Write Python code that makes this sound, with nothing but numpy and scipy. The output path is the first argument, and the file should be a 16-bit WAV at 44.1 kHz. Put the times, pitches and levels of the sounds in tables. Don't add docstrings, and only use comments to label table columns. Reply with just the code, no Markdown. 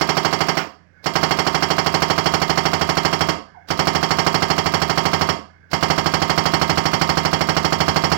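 import sys
import numpy as np
from scipy import signal
from scipy.fft import rfft, irfft, next_fast_len
from scipy.io import wavfile
from scipy.ndimage import uniform_filter1d, map_coordinates

SR = 44100
rng = np.random.default_rng(int(sys.argv[2]) if len(sys.argv) > 2 else 0)


def bounce(signal):
    frames = np.transpose(np.atleast_2d(signal))
    limited = np.clip(frames, -1, 1)
    pcm = np.round(limited * 32767).astype(np.int16)
    wavfile.write(sys.argv[1], SR, pcm)


N = 360297
SIZE = next_fast_len(N + SR)
HZ = np.fft.rfftfreq(SIZE, 1 / SR)
TIME = np.arange(N) / SR

# start_s, level_db
LOOSE_BLOWS = [(.571, -13.5), (3.287, -37), (5.29, -30)]


def amp(db):
    return 10 ** (np.asarray(db) / 20)


def unit(x):
    return x / np.sqrt(np.mean(x ** 2) + 1e-20)


def along(points):
    f, v = np.transpose(points)
    return np.interp(np.log(HZ + 1), np.log(f + 1), v)


def lifts(resonances):
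    return sum(db / (1 + (2 * (HZ - hz) / width) ** 2) for hz, width, db in resonances)


def causal(gain):
    cepstrum = irfft(np.log(np.maximum(gain, 1e-6)), SIZE)
    cepstrum[1:SIZE // 2] *= 2
    cepstrum[SIZE // 2 + 1:] = 0
    return np.exp(rfft(cepstrum))


def filtered(x, response):
    return irfft(rfft(x, SIZE) * response, SIZE)[:N]


def noise(colour_db):
    return unit(filtered(rng.standard_normal(N), amp(colour_db)))


def echo(t60):
    tail = rng.standard_normal(SR // 2) * amp(-60 * TIME[:SR // 2] / t60)
    return rfft(tail / np.linalg.norm(tail), SIZE)


def wobble(rate):
    return map_coordinates(rng.standard_normal(1000), [TIME * rate], mode="mirror")


def strokes(blows, lead=0):
    s, db = np.transpose(blows)
    samples = np.clip(np.round((s - lead) * SR).astype(int), 0, N - 1)
    return np.bincount(samples, amp(db), N)


def levelled(response, width_hz):
    spectrum = rfft(response, SIZE)
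    power = uniform_filter1d(abs(spectrum) ** 2, max(int(width_hz * SIZE / SR), 1))
    flat = irfft(spectrum / np.sqrt(abs(power) + 1e-9), SIZE)
    return rfft(flat[:len(response)], SIZE)


def pump_whine():
    # start_s, length_s, gain_db
    loads = [(0.91, 0.12, -48), (3.42, .29, -50), (5.44, 0.31, -51.5)]
    # centre_hz, width_hz, lift_db
    resonances = [(1510, 480, 17), (1700, 83, 18), (2180, 63, 22), (3400, 110, 14.5), (4786, 70, 16)]
    # freq_hz, relative_db
    pump_colour = [(100, -11), (900, -4), (2000, -10.5), (3500, -22), (6000, -19), (9000, -52.5),
                   (16000, -42)]
    # pitch_hz, wander_scale_hz, relative_db
    notes = [(1550, 50, -5), (2130, 18, -12)]
    wander_rate = 19
    rise_s, fall_s = 0.077, 0.05

    whine = 0.6 * noise(along(pump_colour) + lifts(resonances))
    for hz, wander, db in notes:
        waver = 1 + 1.2 * noise(along([(25, 0), (80, -5), (300, -65.0)]))
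        pitch = hz + wander * wobble(wander_rate)
        whine += amp(db) * waver * np.sin(2 * np.pi * np.cumsum(pitch) / SR)
    load = 0
    for s, length, db in loads:
        corners = [0, rise_s, length, length + fall_s]
        load = load + amp(db) * np.interp(TIME - s, corners, [0, 1, 1, 0])
    return load * whine


def excavator(rumble_db):
    # pitch_hz, rms_level_db
    exhaust = [(86.5, -56), (144, -61), (173, -59.5)]
    # freq_hz, relative_db
    rumble_colour = [(15, -53), (25, -20), (101, -4), (769, -16), (978, -29), (1720, -11.5), (1910, -16),
                     (2180, -21), (3930, -39), (5280, -32.5), (15000, -70)]
    hum = 0
    for hz, db in exhaust:
        hum = hum + amp(db) * np.sqrt(2) * np.sin(2 * np.pi * (hz * TIME + rng.random()))
    return hum + pump_whine() + amp(rumble_db) * noise(along(rumble_colour))


def squeaks():
    # start_s, level_before_echo_db, start_hz, end_hz, length_s
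    slips = [(3.545, -33, 1070, 672, 0.039), (3.682, -38, 716, 640, .02)]
    out = np.zeros(N)
    for s, db, start_hz, end_hz, length in slips:
        t = np.maximum(TIME - s, 0)
        pitch = end_hz + (start_hz - end_hz) * np.exp(-t / 0.0144)
        shape = (1 - np.exp(-t / 0.0027)) * np.exp(-(t / length) ** 2)
        out += amp(db) * shape * np.sin(2 * np.pi * np.cumsum(pitch) / SR)
    return filtered(out, 0.58 + 0.78 * echo(t60=0.29))


def valve(blows, db, lead, length):
    # freq_hz, relative_db
    hiss_colour = [(100, -6), (700, 5.5), (2200, 1), (3600, 0), (4800, 6.5), (6500, -9), (10000, -16.5),
                   (13000, -15), (15000, -8.5)]
    # start_s, level_db
    rushes = [(1.04, -37), (3.685, -33), (5.713, -34)]
    t = TIME[:SR // 10]
    spit = (1 - np.exp(-(t / 0.00058) ** 2)) * np.exp(-(t / length) ** 2)
    hiss = amp(db) * signal.fftconvolve(strokes(blows, lead), spit)[:N] * noise(along(hiss_colour))
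    surge = 0
    for s, level in rushes:
        surge = surge + amp(level) * np.interp(TIME - s, [-0.015, 0.019, 0.053], [0, 1, 1], right=0)
    surge_colour = [(80, -6), (600, 5), (2200, -10.0), (5200, -7), (8000, -22), (15000, -29)]
    return hiss + surge * noise(along(surge_colour))


def loose_rattle(length, ring_hz):
    level = 0
    for s, db in LOOSE_BLOWS:
        t = np.maximum(TIME - s, 0)
        level = level + amp(db) * (1 - np.exp(-t / 0.0055)) * np.exp(-t / length)
    colour = along([(200, -10), (700, 4), (1300, -2), (2400, -1), (3800, -17), (5200, -10),
                    (9000, -35.5), (13000, -41), (14500, -22)])
    return level * noise(colour + lifts([(ring_hz, 30, 15)]))


def piston_return(blows, db, start_hz, end_hz, delay, glide, fade):
    t = TIME[:SR // 8]
    pitch = end_hz + (start_hz - end_hz) * np.exp(-t / glide)
    shape = (1 - np.exp(-(t / 0.0031) ** 2)) * np.exp(-t / fade)
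    ring = shape * np.sin(2 * np.pi * np.cumsum(pitch) / SR)
    cycling = np.all([abs(TIME - delay - s) > .02 for s, _ in LOOSE_BLOWS], axis=0)
    return amp(db) * signal.fftconvolve(strokes(blows, -delay) * cycling, ring)[:N]


def recoil(blows):
    # pitch_hz, relative_db, rise_s, t60_s
    modes = [(93.9, -6, 0.02, 0.064), (161.3, -13.5, 0.0083, 0.2), (176.3, -14, 0.00051, 0.095),
             (208, -23, 0.037, 0.34), (809.5, -15, 0.0092, 0.097), (911.4, -18.5, 0.014, 0.24),
             (1254, -7, 0.00077, 0.019), (3272, -28, 0.016, 0.27), (4285, -18.5, 0.0042, 0.061)]
    thump_db, thump_db_per_s = -1.7, 0.3
    t = TIME[:SR // 2]
    ring = 0
    for hz, db, rise, t60 in modes:
        shape = amp(db - 60 * t / t60) * (1 - np.exp(-(t / rise) ** 2))
        ring = ring + shape * np.sin(2 * np.pi * hz * t)
    kicks = strokes(blows) * amp(thump_db + thump_db_per_s * TIME)
    radiated = amp(along([(25, -11), (50, -3), (75, 0)]))
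    return filtered(signal.fftconvolve(kicks, ring)[:N], radiated)


def piston():
    # first_blow_s, stop_s, first_stroke_longer_s, second_stroke_shorter_s, last_stroke_longer_s, limp_s,
    # first_blow_relative_db, last_blow_relative_db
    runs = [(.01, .53, 0, 0, .0062, 0, 0, -2.5), (1.059, 3.25, .0167, .004, 0, 0, -1.8, 0),
            (3.7034, 5.25, .0091, 0, 0, 0, -1.6, 0), (5.731, 8.08, .0169, .0055, 0, .0009, -1.5, 0)]
    # time_s, blows_per_s
    striking_rate = [(0, 12.628), (1.45, 12.698), (1.9, 12.579), (2.6, 12.676), (3.2, 12.596),
                     (4.1, 12.721), (4.7, 12.631), (5.2, 12.757), (5.9, 12.634), (6.6, 12.545),
                     (7.5, 12.686), (8.1, 12.75)]
    blow_db, scatter_db, jitter_s = -0.32, 0.49, .0001

    rows = []
    for s, stop, hesitation, catch_up, last_late, limp, first_db, last_db in runs:
        run = [[s, first_db]]
        while s < stop:
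            stroke = len(run)
            s += 1 / np.interp(s, *np.transpose(striking_rate)) + limp * (-1) ** stroke
            s += hesitation * (stroke == 1) - catch_up * (stroke == 2)
            run.append([s, 0])
        run[-1] = [s + last_late, last_db]
        rows += run
    chance = rng.standard_normal((len(rows), 2)) * [jitter_s, scatter_db]
    return np.array(rows) + [0, blow_db] + chance


def hammer(blows, db, lead):
    # freq_hz, relative_db
    blow_colour = [(30, -41), (60, -36.5), (85, -16), (120, -26.5), (170, -20.5), (250, -21.5), (550, -24),
                   (1000, -25), (1700, -19.5), (2500, -24), (3800, -29), (5300, -23), (6300, -30.5),
                   (9500, -47.5), (15500, -43)]
    # centre_hz, width_hz, lift_db
    steel = [(299.4, 24.5, 5.5), (370.4, 327, 13), (537.3, 19.5, 6.5), (663, 112, 11), (702, 85, 2),
             (781, 77, 11.5), (928, 38, 14), (993, 41, 13), (1098, 73, 13.5), (1287, 204, 10.5),
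             (1420, 28, -0.5), (1477, 19, 7), (1600.4, 19, 10), (1823, 53, 5.5), (2022, 82, 5),
             (2111, 56, 10.5), (2310, 92, 5.5), (2835, 180, 5), (3012, 187, 7), (3246, 54, 14),
             (4307, 187, 9.5), (4670, 145, 8), (4997, 95, 8), (5490, 125, 10.5), (6790, 140, 6.5),
             (7310, 240, 4), (7830, 120, 9), (9200, 240, 8)]
    # band_hz, rise_s, clatter_length_s, pit_echo_relative_db, echo_t60_s
    decay = [(91, 0.015, 0.0034, -4, 0.45), (337, 0.0029, 0.0091, 1, 0.32),
             (1065, 0.0018, 0.012, -7.5, 0.41), (2340, 0.00093, 0.02, -3.5, 0.32),
             (4270, 0.006, 0.017, -13, 0.38), (9000, 0.0019, 0.014, -4, 0.29),
             (15000, 0.0029, 0.015, -10, 0.27)]
    # freq_hz, share_0_to_1 (kept within .01 to .99)
    fresh_share = [(60, 1), (200, 0.1), (1000, 0.04), (2300, 0.2), (5000, 0.28), (9000, .65), (15000, 0.9)]

    hits, t = strokes(blows, lead), TIME[:int(.7 * SR)]
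    pattern, grit = rng.standard_normal(N), rng.standard_normal(N)
    same, fresh = np.zeros(len(t)), np.zeros(N)
    for row, (hz, rise, length, echo_db, t60) in enumerate(decay):
        band = along([(other[0], k == row) for k, other in enumerate(decay)])
        clatter = 1 / (1 + (t / length) ** 4)
        pit_echo = amp(echo_db - 60 * t / t60)
        shape = (1 - np.exp(-(t / rise) ** 2)) * np.hypot(clatter, pit_echo)
        shape /= np.linalg.norm(shape)
        same += shape * filtered(pattern, band)[:len(t)]
        power = abs(signal.fftconvolve(hits ** 2, shape ** 2)[:N])
        fresh += np.sqrt(power) * filtered(grit, band)
    share = np.clip(along(fresh_share), .01, .99)
    bursts = filtered(hits, levelled(same, width_hz=39) * np.sqrt(1 - share))
    bursts += filtered(fresh, np.sqrt(share))
    return amp(db) * filtered(bursts, causal(amp(along(blow_colour) + lifts(steel))))


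def covered_port(sound, scatter_db, lag):
    # time_s, bass_leak_db
    loosening = [(.6, -25), (1.1, -13.5), (1.7, -10.5), (2.3, -1.5), (6.3, -1), (8.17, 3)]
    # freq_hz, relative_db
    gap_colour = [(30, -2), (85, -0.5), (150, -9), (280, -12), (370, -16), (470, -21), (700, -26.5),
                  (3000, -52)]
    cover_colour = [(100, -39.5), (450, -42), (620, -30.5), (1000, -23.5), (1320, -33), (1750, -27.5),
                    (2400, -29), (3000, -39), (3900, -32), (5000, -50), (7000, -29), (10000, -24.5),
                    (14000, -62)]
    leak_db = np.interp(TIME, *np.transpose(loosening))
    gap = amp(leak_db) * filtered(sound, causal(amp(along(gap_colour))))
    scatter = amp(scatter_db + along([(700, -20), (2000, 2)])) * echo(t60=0.17)
    path = np.exp(-2j * np.pi * HZ * lag) + scatter
    through = filtered(sound, causal(amp(along(cover_colour))) * path)
    return gap + amp(0.34 * leak_db + 0.5) * through


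def scene():
    blows = piston()
    sound = excavator(rumble_db=-55.0) + squeaks()
    sound += valve(blows, db=-27.5, lead=0.0178, length=0.02)
    sound += loose_rattle(length=0.036, ring_hz=1440)
    sound += piston_return(blows, db=-13, start_hz=649, end_hz=1299, delay=.013, glide=0.026, fade=0.014)
    sound += recoil(blows) + hammer(blows, db=40.5, lead=0.000801)
    return np.array([covered_port(sound, scatter_db=-7, lag=0.00057), sound])


def record(dry):
    top_hz = 15900
    rounded = dry / (1 + (abs(dry) / .85) ** 6) ** (1 / 6)
    return np.array([filtered(channel, HZ < top_hz) for channel in rounded])


dry = scene()
out = record(dry)
bounce(out)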